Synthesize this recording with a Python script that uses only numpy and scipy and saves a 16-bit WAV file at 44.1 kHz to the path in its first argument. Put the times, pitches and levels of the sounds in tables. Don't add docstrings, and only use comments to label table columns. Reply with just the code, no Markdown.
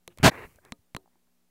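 import sys
import numpy as np
from scipy import signal
from scipy.fft import rfft, irfft
from scipy.io import wavfile
from scipy.ndimage import uniform_filter1d

SR = 44100
rng = np.random.default_rng(int(sys.argv[2]) if len(sys.argv) > 2 else 0)


def rack_gain(trim_db):
    fader = np.asarray(trim_db, float)
    return 10 ** (fader / 20)


def waveform_to_disk(signal):
    frames = np.transpose(np.atleast_2d(signal))
    scaled = np.clip(frames, -1, 1) * 32767
    samples = np.round(scaled).astype(np.int16)
    wavfile.write(sys.argv[1], SR, samples)


N = 66150

# (time [s], level [dB])
SCRAPE_FORCE = [
    (.2285, -53.5),
    (.2295, -25.5),
    (.236, -17.5),
    (.245, -11.5),
    (.268, -9.5),
    (.29, -16),
    (.299, -30.5),
    (.3015, -51.5),
]
# (frequency [Hz], level [dB])
SCRAPE_COLOUR = [(20, -22.5), (70, -14), (125, -8), (400, -13), (480, -17), (620, -13), (1500, -14.5),
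                 (5000, -24.5), (16000, -41)]
# (frequency [Hz], width [Hz], level [dB])
SCRAPE_RING = [(136.54, 38, 8), (176.5, 13, -2.5), (266, 57, -4), (398, 50, -3), (603.5, 90, -7.5)]


def scrape():
    body = coloured(grit(), SCRAPE_COLOUR)
    ring = sum(rack_gain(db) * resonate(body, hz, width) for hz, width, db in SCRAPE_RING)
    s, db = np.transpose(SCRAPE_FORCE)
    force = np.interp(np.arange(N) / SR, s, db, left=-140, right=-140)
    return evened(body + ring) * rack_gain(force)


# (frequency [Hz], width [Hz], level [dB])
SHELL = [(570, 250, 5), (1076, 240, 8.5), (2080, 580, 6.5), (3730, 800, 4.5)]
# (frequency [Hz], level [dB], decay t60 [s])
TANK = [(293, -5.5, 0.16), (361, 4.5, 0.03), (428.8, -1.5, .09), (540, -8, 0.16), (677, -6.5, 0.11),
        (920, -12, .13), (1240, -7.5, 0.065)]


def snap(crack_db, bright_db, share, gap_ms):
    k = np.arange(8000) - 8
    second = share * np.sinc(k - gap_ms * SR / 1000) * (abs(k) < 60)
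    click = np.sinc(k) + second
    shell = rack_gain(bright_db - 2) * resonate(click, 7720, 6900)
    for i, (hz, width, db) in enumerate(SHELL):
        shell = shell + (-1) ** i * rack_gain(db) * resonate(click, hz, width)
    tank = 0
    for hz, db, t60 in TANK:
        uneven_db = 3.5 * rng.standard_normal()
        tank = tank + knock(db - 28.5 + uneven_db, hz, t60)[:len(k)]
    return rack_gain(crack_db) * (shell / abs(shell).max() + tank)


SNAP_S = [.0772, .1744, .1851, .559, .6503, .7214, .9477, .9648]
# (crack level [dB], brightness [dB], share of the second break [ratio])
SNAPS = [
    (-29, -0.5, .3),
    (-41, 3, 0.14),
    (-37, -0.5, .6),
    (-47, 9, 0.33),
    (-42.5, 1.5, 0.0047),
    (-24.5, 0.5, 0.79),
    (-27.5, -9.5, 0.22),
    (-26, -5, .85),
]
BREAK_GAP_MS = [.32, .39, .9, .3, .16, .039, .125, .68]


def shell_snaps():
    track = np.zeros(N)
    for s, row, gap_ms in zip(SNAP_S, SNAPS, BREAK_GAP_MS):
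        add(track, s, snap(*row, gap_ms))
    return track


THUMP_S = [.078, .0785, .0795, .175, .186, .651, .722, .7235, .9483, .9488, .9657, .9668, .972]
# (pitch [Hz], level [dB], decay t60 [s])
THUMPS = [(491, -38.5, 0.022), (172, -49.5, .06), (350, -53.5, 0.18), (606.5, -45, .02), (120, -40, 0.026),
          (250, -70, .025), (233, -28.5, 0.031), (144, -42.5, 0.022), (2230, -31.5, 0.0059),
          (158, -25.5, 0.021), (1020, -25, 0.0093), (219, -32, 0.015), (460, -59.5, 0.074)]


def tank_thumps():
    track = np.zeros(N)
    for s, (hz, db, t60) in zip(THUMP_S, THUMPS):
        add(track, s, knock(db, hz, t60))
    return track


# (time [s], length [s], level [dB], edge [s], grain pitch [ratio])
STROKES = [
    (0.087, 0.026, -67.5, 0.01, 0.27),
    (0.104, .022, -68.5, 0.017, 1.3),
    (0.198, 0.024, -55.5, 0.019, 1.1),
    (0.314, 0.039, -43.5, 0.013, 0.87),
    (0.37, 0.081, -45, 0.022, 0.95),
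    (0.491, 0.074, -71, 0.044, 1.05),
    (0.648, 0.039, -61, 0.039, 0.85),
    (0.978, .02, -70.5, 0.058, 0.34),
    (1.116, 0.03, -84, .02, 0.9),
    (1.272, .015, -80.5, .01, 0.53),
]


def drag():
    gains = [stroke_pressure(*stroke[:4]) for stroke in STROKES]
    grains = grit()
    rubbing = sum(gain * grainy_rub(grains, stroke[-1]) for gain, stroke in zip(gains, STROKES))
    patchy = rack_gain(1.4 * wander(200))
    low = evened(resonate(resonate(rng.standard_normal(N), 55, 120), 55, 200))
    fizz = evened(signal.lfilter(*signal.butter(2, 5970, "high", fs=SR), rng.standard_normal(N)))
    push_db = 20 * np.log10(sum(gains) + 1e-5)
    rumble_db = -23 + 0.75 * linger(push_db, fall_db_per_s=200.5)
    fizz_db = -32 + 0.7 * linger(push_db, fall_db_per_s=109)
    return patchy * rubbing + rack_gain(rumble_db) * low + rack_gain(fizz_db) * fizz


def stroke_pressure(start, length, db, edge):
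    t = np.arange(N) / SR
    outside = np.minimum(np.minimum(t - start, start + length - t), 0)
    return rack_gain(db + 20 * outside / edge)


# (frequency [Hz], width [Hz], level [dB])
RUB = [(397, 330, 5.5), (1077.7, 600, 1), (1550, 600, -4), (2070, 700, 1.5), (2870, 590, -9.5),
       (3900, 970, -17.5)]


def grainy_rub(grains, pitch):
    bed = 0
    for i, (hz, width, db) in enumerate(RUB):
        once = resonate(grains, hz * pitch, width * pitch)
        bed = bed + (-1) ** i * rack_gain(db) * resonate(once, hz * pitch, width * pitch)
    return evened(signal.lfilter(*signal.butter(2, 8700 * pitch, fs=SR), bed))


# (time [s], level [dB], pitch [Hz], decay t60 [s])
KNOCKS = [(0.2, -24, 115, 0.01), (0.208, -39, 76, 0.12), (.224, -25.5, 85, 0.011), (0.2, -42, 140, .035),
          (.45, -37, 51, 0.036), (.538, -65, 47, 0.05), (0.48, -62.5, 176, 0.015),
          (0.587, -52.5, 1580, 0.022), (.585, -50, 600, 0.025), (.728, -63, 150, 0.082),
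          (0.71, -63, 172, 0.31), (1.156, -71.5, 355, 0.16), (.975, -53.5, 380, 0.14),
          (0.46, -52.5, 171, 0.11), (.558, -52, 73, .06), (0.79, -58, 93, .08), (0.96, -67, 85, 0.11),
          (1.27, -73, 1300, .015), (0.597, -65, 82, .05), (1.041, -60.5, 360, 0.039),
          (1.059, -51, 820, 0.012), (1.077, -51.5, 800, 0.01), (1.156, -56, 823, 0.011)]


def dull_knocks():
    track = np.zeros(N)
    for s, db, hz, t60 in KNOCKS:
        add(track, s, knock(db, hz, t60))
    return track


# (frequency [Hz], level [dB])
HISS_COLOUR = [(25, -13.5), (70, -10), (140, -20), (330, -12), (700, -14.5), (1200, -19), (4000, -22.5),
               (16000, -23)]
# (frequency [Hz], level [dB rms])
HUM = [(177.6, -78), (242.2, -78.5), (301.5, -96), (419.9, -97), (538.3, -98.5), (721.4, -101.5)]


def room():
    t = np.arange(N) / SR
    hum = 0
    for hz, db in HUM:
        waver = rack_gain(1.5 * wander(3000) - 5)
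        hum = hum + np.sqrt(2) * rack_gain(db) * waver * np.sin(2 * np.pi * (hz * t + rng.random()))
    return rack_gain(-76.5) * coloured(rng.standard_normal(N), HISS_COLOUR) + hum


def grit():
    size = rack_gain(2.5 * np.minimum(rng.exponential(1, N), 4))
    return evened(size * rng.standard_normal(N) * (rng.random(N) < 14000 / SR))


def knock(db, hz, t60):
    t = np.arange(0, .2, 1 / SR)
    rise = 1 - np.exp(-t / 0.00024)
    return rack_gain(db - 60 * t / t60) * rise * np.sin(2 * np.pi * hz * t)


def linger(db, fall_db_per_s):
    fall = np.arange(N) * fall_db_per_s / SR
    return np.maximum.accumulate(db + fall) - fall


def wander(size):
    return evened(uniform_filter1d(rng.standard_normal(N), size=size))


def poles(hz, width):
    r = np.exp(-np.pi * abs(width) / SR)
    return np.array([1, -2 * r * np.cos(2 * np.pi * hz / SR), r * r])


def resonate(x, hz, width):
    a = poles(hz, width)
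    return signal.lfilter(np.array([1, 0, -1]) * (1 - a[2]) / 2, a, x)


def coloured(x, points):
    f, db = np.transpose(points)
    hz = np.fft.rfftfreq(len(x), 1 / SR)
    gain = rack_gain(np.interp(np.log(hz + 1), np.log(f + 1), db))
    return evened(irfft(rfft(x) * gain, len(x)))


def evened(x):
    return x / np.sqrt(np.mean(x ** 2) + 1e-20)


def add(mix, s, sound):
    part = mix[round(s * SR):][:len(sound)]
    part += sound[:len(part)]


def scene():
    noisy = signal.oaconvolve(scrape() + drag() + room(), signal.firwin(255, 15800, fs=SR), "same")
    mix = noisy + shell_snaps() + tank_thumps() + dull_knocks()
    return mix[None]


# (frequency [Hz], width [Hz])
SMEAR = [(4000, 3000), (3900, 1200), (4320, 1500), (4024, 100)]


def microphone(x):
    for hz, width in SMEAR:
        a = poles(hz, width)
        x = signal.lfilter(a[::-1], a, x)
    overloaded = 1.271 * np.tanh(x / 1.15)
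    return signal.oaconvolve(overloaded, signal.firwin(255, 16600, fs=SR)[None], "same") - 0.0003


def band_limit(x):
    return signal.sosfilt(signal.butter(12, 16860, fs=SR, output="sos"), x)


def record(dry):
    finished = microphone(dry)
    return band_limit(finished)


dry = scene()
out = record(dry)
waveform_to_disk(out)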